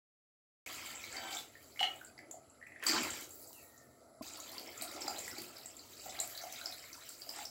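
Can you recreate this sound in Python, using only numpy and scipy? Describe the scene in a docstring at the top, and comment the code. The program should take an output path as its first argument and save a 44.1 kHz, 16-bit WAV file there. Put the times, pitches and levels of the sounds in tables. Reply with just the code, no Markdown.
"""After a short silence, water pours into thick curry in a metal pot, over the hum of a tiled kitchen. The pour
is a crowd of random bubbles of three sizes with fine spray; it dies away to drips, and at 4.2 s the sound jumps
at once to a full pour. Single plinks and plops, glugs and ticking droplets stand out: short fading tones and
bursts of noise. A short metal squeal, a clank of the jug and two distant bird notes are built from pure tones.
A low rumble comes and goes, and a brief dull knock sounds just before the full pour breaks in."""
import sys
import numpy as np
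from scipy import signal
from scipy.fft import rfft, irfft, next_fast_len
from scipy.io import wavfile
from scipy.ndimage import uniform_filter1d

SR = 44100
rng = np.random.default_rng(int(sys.argv[2]) if len(sys.argv) > 2 else 0)


def persist_wave(psi):
    """Save psi, clipped to +-1, as 16-bit WAV."""
    counts = np.round(np.clip(psi, -1, 1) * 32767).astype(np.int16)
    wavfile.write(sys.argv[1], SR, np.atleast_2d(counts).T)


def volts(x):
    """Linear amplitude factor 10**(x/20) for a level x in dB, scalar or array-like."""
    e = np.asarray(x, float) / 20
    return 10 ** e


N = 330970

# Levels in the tables are those before the final mix and its filters.
# bubble sizes, from large to spray: lowest f/Hz, highest f/Hz, cycles until 20 dB weaker,
# bubbles per second, spread of strength/dB
BUBBLE_SIZES = [(170, 950, 6, 900, 2.2), (950, 3600, 11, 2400, 2.4), (3600, 9000, 13, 5000, 2.4),
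                (9000, 15900, 5, 5000, 2.8)]
# tone colour of the pouring water: f/Hz, relative level/dB
WATER_COLOUR = [(76, -47), (130, -9), (187, -5.5), (309, 7.5), (409, 0), (704, -0.5), (1190, -3.5),
                (1370, -6.5), (1670, -2), (3450, -4.5), (3810, -2), (6430, 2), (7560, 7.5), (8870, -8.5),
                (15900, 0)]
# resonances of the air and walls of the pot: f/Hz, width/Hz, relative level/dB
POT_RESONANCES = [(648, 164, -13.5), (1354, 66, -2.5), (2190, 270, -10.5), (2503, 15, -4.5),
                  (3094, 115, -13), (3930, 110, -5.5), (4650, 540, -5.5), (5240, 38, -19), (7610, 60, -14)]
# strength of the falling liquid: t/s, level/dB, lean to small bubbles/dB
POUR_FLOW = [(.69, -51, 0), (.744, -49, -1), (.92, -52, -1.5), (1.0, -56, -2), (1.05, -52, 2),
             (1.19, -53, -5.5), (1.3, -53, -6), (1.32, -46.5, 3), (1.39, -50.5, 1.5), (1.5, -67.5, 2.5),
             (1.8, -67, 6), (1.93, -61.5, -10), (2.13, -75, 1), (2.6, -78.5, 2), (2.81, -74, -5),
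             (2.834, -48.5, -16), (2.856, -53.5, -5), (2.871, -36.5, -3.5), (3.0, -39, 0), (3.06, -45.5, 0),
             (3.22, -51, 2), (3.3, -66.5, 7), (3.49, -68.5, 16), (3.7, -71, 7.5), (4.215, -82, 6),
             (4.224, -55.5, -1), (4.28, -53.5, 9), (4.4, -57.5, 0.5), (4.84, -58, -3), (4.98, -53, 1.5),
             (5.15, -54, -3.5), (5.25, -52.5, 2), (5.5, -59, -1.5), (5.8, -65.5, 3), (6.06, -56.5, 5),
             (6.17, -54, -8), (6.27, -56, 2), (6.57, -55, 0.5), (6.96, -60, 1), (7.08, -60.5, -2),
             (7.14, -59, 11), (7.25, -61, 5), (7.41, -48.5, -0.5), (7.5, -70.5, 5)]
# how middle and small bubbles answer the flow: level at an ordinary flow/dB, share of the lean
FLOW_ANSWER = [(-56, -0.71), (-55.5, 0.39)]
# low gurgle of large bubbles: t/s, level/dB
GURGLE_LEVEL = [(.69, -61), (1.05, -62.5), (1.19, -55), (1.39, -60.5), (1.5, -70.5), (1.8, -68),
                (1.93, -61), (2.13, -67), (2.27, -61.5), (2.54, -75), (2.81, -64), (2.87, -49), (2.97, -41),
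                (3.06, -52), (3.23, -56), (3.32, -70), (3.4, -62), (3.8, -74), (4.05, -67.5), (4.2, -71.5),
                (4.22, -58.5), (4.4, -61.5), (4.64, -53.5), (4.84, -62.5), (4.98, -50.5), (5.48, -59),
                (5.7, -66.5), (6.05, -64.5), (6.15, -56.5), (6.27, -67), (6.6, -64.5), (6.96, -72.5),
                (7.18, -68.5), (7.4, -66)]
# fine spray: t/s, level/dB
SPRAY_LEVEL = [(.69, -56), (.92, -55.5), (1.0, -61.5), (1.3, -60), (1.32, -53), (1.4, -57), (1.5, -71),
               (1.8, -63), (2.03, -63), (2.13, -85), (2.8, -90), (2.86, -48), (3.0, -52.5), (3.23, -57),
               (3.28, -63), (3.34, -57), (3.66, -60.5), (3.75, -69), (4.215, -90), (4.224, -60),
               (4.84, -62), (4.98, -61.5), (5.25, -56.5), (5.5, -61.5), (5.8, -64.5), (6.17, -57.5),
               (6.27, -54.5), (6.96, -61), (7.41, -56), (7.5, -62)]
# smooth colour of the room hum: f/Hz, relative level/dB
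HUM_COLOUR = [(12, -58), (20, -34), (86, -11), (163, -19), (234, -5.5), (356, -7), (695, -7), (894, -43),
              (1320, -20.5), (1750, -29.5), (2070, -14), (3330, -114), (3930, -22.5), (7070, -30.5),
              (15900, -41.5)]
# lumps added to the hum: f/Hz, width/Hz, strength over the smooth colour/dB
HUM_LUMPS = [(57.3, 10, 2), (76.6, 3, 7), (131.6, 10.3, 19), (253, 43, -3), (694, 56, -9),
             (1180, 370, 16.5), (4400, 150, -16), (7600, 470, 16), (10900, 760, 21.5)]
# low rumble: t/s, level/dB
RUMBLE_LEVEL = [(0.7, -69), (2.33, -77.5), (2.86, -75), (2.97, -63.5), (3.12, -63), (3.24, -71.5),
                (4.15, -82.5), (4.22, -71.5), (4.43, -73), (5.07, -73), (5.32, -65), (5.55, -76),
                (6.19, -70), (6.44, -75), (6.91, -74), (7.04, -81), (7.5, -72)]
# how long echoes take to fade by 60 dB: f/Hz, fade time/s
ECHO_FADE = [(300, 0.42), (1300, 0.31), (3500, 0.24), (9000, 0.24)]
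# bursting droplets: t/s, strength/dB
TICK_TIMES = [(0.73, -45), (1.046, -46), (1.3094, -43), (1.6277, -53), (2.3119, -51), (2.6706, -58),
              (2.8377, -38), (2.8592, -42), (2.8786, -31), (3.0323, -35), (3.1535, -48), (3.2104, -40),
              (3.2927, -48), (3.4274, -48), (3.5301, -44.5), (4.223, -47), (4.372, -42), (4.3999, -50),
              (4.4399, -50), (4.5177, -41), (4.5371, -51), (4.5641, -48), (4.596, -44), (4.7077, -60),
              (4.7751, -49), (4.8212, -31), (4.9168, -44), (5.0599, -47), (5.0789, -46), (5.107, -44),
              (5.1837, -39), (5.2793, -39.5), (5.3862, -40.5), (5.4185, -38.5), (5.5828, -45),
              (6.2004, -34), (6.2752, -39), (6.5246, -40), (6.592, -50), (6.6414, -48), (6.7127, -46),
              (6.9314, -49), (7.0898, -44), (7.278, -51), (7.3004, -42)]
# single bubbles: t/s, strength/dB, starting f/Hz
SINGLE_BUBBLES = [(1.0131, -40.5, 2160), (1.038, -36, 2250), (1.1248, -40, 7550), (1.1658, -33.5, 4650),
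                  (1.326, -37, 3700), (1.349, -34, 7300), (1.3692, -29, 3410), (1.385, -38, 3866),
                  (1.5529, -44, 1860), (1.7598, -46, 2110), (1.773, -42, 2200), (1.81, -25.5, 767),
                  (1.959, -46.5, 7600), (2.0123, -41, 1515), (2.047, -40.5, 7680), (2.071, -52, 4700),
                  (2.1777, -48, 2040), (2.178, -47, 4750), (2.1892, -40.5, 2030), (2.215, -55, 2150),
                  (2.245, -58, 2240), (2.311, -35, 7150), (2.34, -44.5, 657), (2.498, -48, 7530),
                  (2.6138, -45, 1830), (2.626, -44, 1960), (2.6671, -46.5, 2390), (2.669, -49, 1950),
                  (2.667, -56, 7670), (2.719, -43, 2000), (2.722, -54, 2450), (2.7605, -43.5, 1860),
                  (2.764, -51, 2390), (2.7964, -42, 1860), (2.8, -47.5, 2470), (2.8262, -35.5, 1850),
                  (2.8657, -21, 4610), (2.867, -22.5, 7600), (2.8862, -20.5, 4730), (2.8934, -20.5, 4760),
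                  (2.935, -33, 837), (2.9797, -32, 2190), (3.0338, -29, 2400), (3.0486, -31, 2510),
                  (3.104, -28.5, 7570), (3.3065, -41.5, 7430), (3.4723, -42.5, 7600), (3.7777, -48, 7060),
                  (4.2263, -42, 4670), (4.371, -44, 4300), (4.401, -33, 6780), (4.5806, -32.5, 4730),
                  (4.7764, -36, 7100), (4.8127, -29.5, 4390), (4.821, -37.5, 694), (4.8232, -33, 7980),
                  (5.0085, -32.5, 7330), (5.0191, -32, 5240), (5.078, -28.5, 788), (5.079, -34.5, 1348),
                  (5.0794, -28.5, 4800), (5.08, -32, 7250), (5.1622, -36, 3865), (5.1887, -31.5, 7250),
                  (5.279, -36, 1944), (5.382, -34.5, 4610), (5.384, -39.5, 343), (5.5666, -39.5, 4800),
                  (5.6584, -34, 7570), (5.767, -39, 7370), (5.7927, -40.5, 4560), (5.9968, -40, 4720),
                  (6.059, -36, 754), (6.0936, -35.5, 5740), (6.1903, -32, 3990), (6.2004, -23, 7610),
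                  (6.209, -40, 700), (6.35, -37, 3970), (6.376, -30, 4430), (6.413, -41, 5940),
                  (6.437, -38, 696), (6.5242, -36, 6130), (6.612, -37.5, 1440), (6.6134, -38, 3980),
                  (6.6579, -28, 5050), (6.7233, -37, 4040), (6.93, -39, 5900), (7.0904, -35.5, 7760),
                  (7.2188, -37.5, 4780), (7.2909, -29.5, 4900), (7.3608, -37.5, 7900), (7.386, -37, 813),
                  (7.453, -32, 5220)]
# pitch curve of the metal squeal: t/s, f/Hz, level/dB
SQUEAL_CURVE = [(1.14, 760, -66), (1.17, 781, -54.5), (1.27, 764, -55), (1.35, 781.5, -59),
                (1.39, 780, -87)]
# overtones of the squeal: multiple of the pitch, level against the curve/dB
SQUEAL_OVERTONES = [(1, 1), (2, -2), (3, -4), (4, -3.5), (5, -10), (6, -9), (7, -15), (8, -13), (9, -14),
                    (10, -5.5)]
# runs of quick bubbles, a dribble and some glugs: start t/s, length/s, lowest f/Hz, highest f/Hz,
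# middle strength/dB
BUBBLE_RUNS = [(1.151, .23, 712, 960, -48.5), (2.609, 0.24, 1830, 2300, -54), (4.25, .2, 1290, 1410, -54.5),
               (4.759, .22, 1274, 1420, -50.5), (6.057, 0.24, 656, 876, -51), (6.331, .22, 652, 850, -52.5),
               (4.02, .17, 653, 756, -58.5), (6.602, .12, 658, 820, -54.5), (7.258, 0.18, 643, 955, -50.5)]
# blows of the jug against the pot: t/s, strength/dB
CLANK_BLOWS = [(1.793, -34), (1.803, -32.5), (1.829, -28.5), (1.838, -32)]
# ringing tones of the jug: f/Hz, level against the blow/dB, time to fade by 60 dB/s
JUG_TONES = [(1307, -13, 0.037), (1750, -34, 0.018), (1873, -8.5, 0.046), (2150, -4.5, 0.037),
             (2890, -28, 0.2), (2920, -10, 0.12), (2953, 3, 0.098), (3145, -1, 0.03), (3180, -19, 0.038),
             (4100, -18, 0.13), (4290, -15, .06)]
# distant bird, one list a note: t/s, f/Hz, level/dB
BIRD_NOTES = [
    [(3.53, 2910, -72), (3.57, 2670, -64.5), (3.61, 2250, -72), (3.63, 2240, -82)],
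    [(3.56, 1910, -73), (3.65, 1870, -71), (3.78, 1876, -71), (3.87, 1746, -80), (3.96, 1880, -82)],
]
# tones of the dull knock: f/Hz, level/dB
KNOCK_TONES = [(260, -41), (650, -45), (1050, -50.5)]

START_S, KNOCK_S, JUMP_S = 0.6615, 4.208, 4.2222  # first sound, knock, sudden jump to full pour
USUAL_FLOW_DB = -55  # an ordinary flow


def evened(x):
    """Scales a sound to an average strength (rms) of 1."""
    return x / np.sqrt(np.mean(x ** 2) + 1e-20)


def read(points, hz):
    """Reads a table between its points, on a log frequency axis."""
    f, value = np.transpose(points)
    return np.interp(np.log(hz + 1), np.log(f + 1), value)


def curve(points):
    """Draws a (time, level) table out to one value per sample."""
    return np.interp(np.arange(N) / SR, *np.transpose(points))


def add(mix, s, sound):
    """Mixes a sound in at time s."""
    part = mix[round(s * SR):][:len(sound)]
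    part += sound[:len(part)]


def bumps(peaks, hz):
    """Adds up resonances: each is strongest at its own pitch and falls away on both sides."""
    return sum(volts(db) / np.sqrt(1 + (2 * (hz - f) / width) ** 4) for f, width, db in peaks)


def coloured(x, gain):
    """Filters x: each frequency is made louder or softer by gain(hz)."""
    size = next_fast_len(len(x))
    spectrum = rfft(x, size) * gain(np.fft.rfftfreq(size, 1 / SR))
    return irfft(spectrum, size)[:len(x)]


def hill(hz, centre_hz, width):
    """A smooth rounded hill on a log frequency axis."""
    return np.exp(-(np.log((hz + 1) / centre_hz) / width) ** 2)


def bubble(hz, t60, rise):
    """A fading tone that starts softly and climbs as the bubble nears the surface."""
    t = np.arange(round(t60 * SR) + 8) / SR
    tone = np.sin(2 * np.pi * hz * t * (1 + rise * t / t60))
    return (1 - np.exp(-t * hz / 1.75)) * volts(-60 * t / t60) * tone


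def swarm(low_hz, high_hz, cycles, per_s, spread_db, count=28):
    """Random bubbles of one size, coloured by the pot; neighbouring pitches come and go in patches."""
    patches = rng.standard_normal((N // 256 + 1, count))
    patches = uniform_filter1d(patches, size=6, axis=0)  # smooth over time
    patches = evened(uniform_filter1d(patches, size=5, axis=1))  # and over pitch
    kind = rng.integers(0, count, N)
    strength = volts(spread_db * np.minimum(rng.exponential(1, N), 5))
    strength = strength * (rng.random(N) < per_s / SR)  # most samples start no bubble
    strength = strength * volts(3.7 * patches[np.arange(N) // 256, kind])
    out = np.zeros(N)
    for k in range(count):
        hz = low_hz + (high_hz - low_hz) * (k + 0.5) / count
        grain = bubble(hz, 3 * cycles / hz, rise=0.069)
        out += signal.oaconvolve(strength * (kind == k), grain / np.linalg.norm(grain))[:N]

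    def pot_gain(hz):
        return volts(read(WATER_COLOUR, hz)) * (0.5 + 1.19 * bumps(POT_RESONANCES, hz))
    return evened(coloured(out, pot_gain))


def stream():
    """Middle and small bubbles share the one flow; gurgle and spray have their own levels."""
    s, level_db, lean_db = np.transpose(POUR_FLOW)
    t = np.arange(N) / SR
    middle_db, small_db = [np.interp(t, s, db + level_db - USUAL_FLOW_DB + share * lean_db)
                           for db, share in FLOW_ANSWER]
    levels_db = [curve(GURGLE_LEVEL), middle_db, small_db, curve(SPRAY_LEVEL)]
    return sum(volts(db) * swarm(*size) for db, size in zip(levels_db, BUBBLE_SIZES))


def hum():
    """Steady room noise with a few lumps in its colour and slowly drifting patches."""
    frames = N // 256 + 5
    real, imaginary, patches = rng.standard_normal((frames, 513, 3)).T
    patches = uniform_filter1d(patches, 10, 0)  # smooth over pitch
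    patches = evened(uniform_filter1d(patches, 12, 1))  # and over time
    spectra = (real + 1j * imaginary) * volts(1.27 * patches)
    noise = signal.istft(spectra, nperseg=1024, noverlap=768)[1][:N]

    def room_gain(hz):
        return volts(read(HUM_COLOUR, hz)) * (1 + bumps(HUM_LUMPS, hz))
    return volts(-65.5) * evened(coloured(noise, room_gain))


def rumble():
    """Low noise, strongest near 80 Hz, that swells and sinks."""
    low = coloured(rng.standard_normal(N), lambda hz: (hz / 80) ** 3 / (1 + (hz / 90) ** 7))
    return volts(curve(RUMBLE_LEVEL)) * evened(low)


def kitchen(x):
    """Sparse echoes of random sign from tiles and pot, each band dying at its own speed."""
    taps = np.zeros(SR)
    at = np.arange(400, SR - 20, 20)  # the nearest tiles answer after 9 ms
    taps[at + rng.integers(0, 20, len(at))] = rng.choice([-1., 1.], len(at))
    hz, t, z = signal.stft(taps, SR, nperseg=256)
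    fade = volts(-60 * t / read(ECHO_FADE, hz)[:, None])
    tail = signal.istft(z * fade, SR, nperseg=256)[1]
    return signal.fftconvolve(x, tail / np.linalg.norm(tail))[:N]


def ticks():
    """Each bursting droplet is a sharp bright crack of noise with a breath of hiss behind it."""
    crack_s, hiss_s, hiss_share, low_hz = 0.0017, 0.025, 0.21, 5980  # fades, share, low limit
    out, t = np.zeros(N), np.arange(2048) / SR
    for (s, db), noise in zip(TICK_TIMES, rng.standard_normal((len(TICK_TIMES), 2048))):
        fade = np.exp(-t / crack_s) + hiss_share * np.exp(-t / hiss_s)
        add(out, s, volts(db) * noise * fade)
    return coloured(out, lambda hz: 1 / np.sqrt(1 + (low_hz / (hz + 1)) ** 4))


def plops():
    """Single bubbles ring amid froth of nearby pitches; all but those of the runs may splash."""
    froth_share, splash_share = 0.59, 0.3
    gentle_db, firm_db = -46, -38  # gentle bubbles do not splash, firm ones do fully
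    tones, splash, t = np.zeros(N), np.zeros(N), np.arange(1024) / SR
    rows = [(*row, 1) for row in SINGLE_BUBBLES + drops()]
    rows += [(*row, 0) for row in dribble()]
    noises = rng.standard_normal((len(rows), 2, 1024))
    for (s, db, hz, splashes), (froth_noise, splash_noise) in zip(rows, noises):
        t60 = 0.034 * (hz / 1000) ** -0.15  # s; larger, lower bubbles ring longer
        ring = bubble(hz, t60, rise=0.022)
        froth = evened(coloured(froth_noise, lambda f: hill(f, hz, 0.13)))
        froth = froth * (1 - np.exp(-t / 0.0013)) * np.exp(-t / 0.0044)
        wide = splashes * splash_share * np.clip((db - gentle_db) / (firm_db - gentle_db), 0, 1)
        add(tones, s, volts(db) * (1 - froth_share) * ring / abs(ring).max())
        add(tones, s, volts(db) * froth_share * froth)
        add(splash, s, volts(db) * wide * splash_noise * np.exp(-t / 0.0018))
    return tones + coloured(splash, lambda hz: volts(read(WATER_COLOUR, hz)))


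def wavering_tone(rows, overtones, waver):
    """A shaky tone with overtones along a pitch curve; gives its start in s and its sound."""
    s, hz, db = np.transpose(rows)
    t = np.arange(s[0], s[-1], 1 / SR)
    shake = evened(uniform_filter1d(rng.standard_normal(len(t)), 200))
    turns = np.cumsum(np.interp(t, s, hz) * (1 + waver * shake)) / SR
    wave = sum(volts(lift) * np.sin(2 * np.pi * k * turns) for k, lift in overtones)
    level = np.sqrt(2) * volts(np.interp(t, s, db))
    return s[0], level * wave * signal.windows.tukey(len(t), 0.1)


def squeal():
    """A short metal squeal: one gliding, shaky pitch with ten harmonics."""
    out = np.zeros(N)
    add(out, *wavering_tone(SQUEAL_CURVE, SQUEAL_OVERTONES, waver=0.011))
    return out


def dribble(count=20):
    """Chance bubbles in quick succession; the pitch range opens upward as a run gets going."""
    rows = []
    chances = rng.random((len(BUBBLE_RUNS), 3, count))
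    for (start, length, low_hz, high_hz, db), (when, pitch, size) in zip(BUBBLE_RUNS, chances):
        along = (np.arange(count) + when) / count
        hz = low_hz + (high_hz - low_hz) * pitch ** 2 * np.minimum(3 * along, 1)
        rows += zip(start + length * along, db + 6 * (size - 0.5), hz)
    return rows


def clanks():
    """Each blow rings the steel jug, every tone with its own chance share, over a short rattle."""
    out, t = np.zeros(N), np.arange(SR // 4) / SR
    chances = rng.standard_normal((len(CLANK_BLOWS), len(JUG_TONES) + len(t)))
    for (s, db), chance in zip(CLANK_BLOWS, chances):
        shares_db = 2.2 * chance[:len(JUG_TONES)]
        ring = sum(volts(lift + share - 60 * t / t60) * np.sin(2 * np.pi * hz * t)
                   for (hz, lift, t60), share in zip(JUG_TONES, shares_db))
        rattle = evened(coloured(chance[len(JUG_TONES):], lambda hz: hill(hz, 3000, 0.92)))
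        rattle = 0.37 * rattle * np.exp(-t / 0.0055)
        add(out, s, volts(db) * (1 - np.exp(-t / 0.00035)) * (ring + rattle))
    return out


def birds():
    """Two distant bird notes: shaky pure tones without overtones."""
    out = np.zeros(N)
    for note in BIRD_NOTES:
        add(out, *wavering_tone(note, [(1, 0)], waver=0.016))
    return out


def knock():
    """A brief dull knock of three steady tones that ends as the full pour breaks in."""
    out, t = np.zeros(N), np.arange(round((JUMP_S - KNOCK_S) * SR)) / SR
    tones = sum(volts(db) * np.sin(2 * np.pi * hz * t) for hz, db in KNOCK_TONES)
    add(out, KNOCK_S, tones * signal.windows.tukey(len(t), 0.4))
    return out


def drops(count=110):
    """Small chance drops in the full pour after 4.2 s, near high pot resonances; they follow the flow."""
    when, which, pitch, size = rng.random((count, 4)).T
    s = JUMP_S + (N / SR - JUMP_S) * when
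    flow_db = np.interp(s, *np.transpose(POUR_FLOW)[:2]) - USUAL_FLOW_DB
    high = np.array([hz for hz, width, db in POT_RESONANCES if hz > 3500])
    hz = high[(which * len(high)).astype(int)] * (1 + 0.1 * (pitch - 0.5))
    return list(zip(s, -45 + flow_db - 2 * np.log(size + 0.1), hz))  # strength in dB


def scene():
    """Water and metal are near and echo; the birds arrive mostly as echo."""
    flow, far_birds = stream(), birds()
    single = plops() + ticks() + clanks() + squeal()
    echoes = kitchen(volts(-9.5) * flow + volts(-2.5) * single + far_birds)
    direct = volts(-1.0) * flow + single + volts(-5.0) * far_birds
    return (direct + echoes + hum() + rumble() + knock())[None]


def top_cut(x):
    """Nothing passes above the cut-off."""
    return signal.sosfilt(signal.butter(12, 16500, fs=SR, output="sos"), x)


def record(dry):
    """Trims the deepest lows and highest highs, and keeps silence until the sound starts."""
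    high_pass = signal.butter(2, 30, "highpass", fs=SR, output="sos")  # Hz
    trimmed = signal.sosfilt(high_pass, dry)
    low_pass = signal.firwin(255, 15900, fs=SR)  # Hz
    limited = signal.oaconvolve(trimmed, low_pass[None], "same")
    finished = limited * (np.arange(N) >= START_S * SR)
    return top_cut(finished)


dry = scene()
out = record(dry)
persist_wave(out)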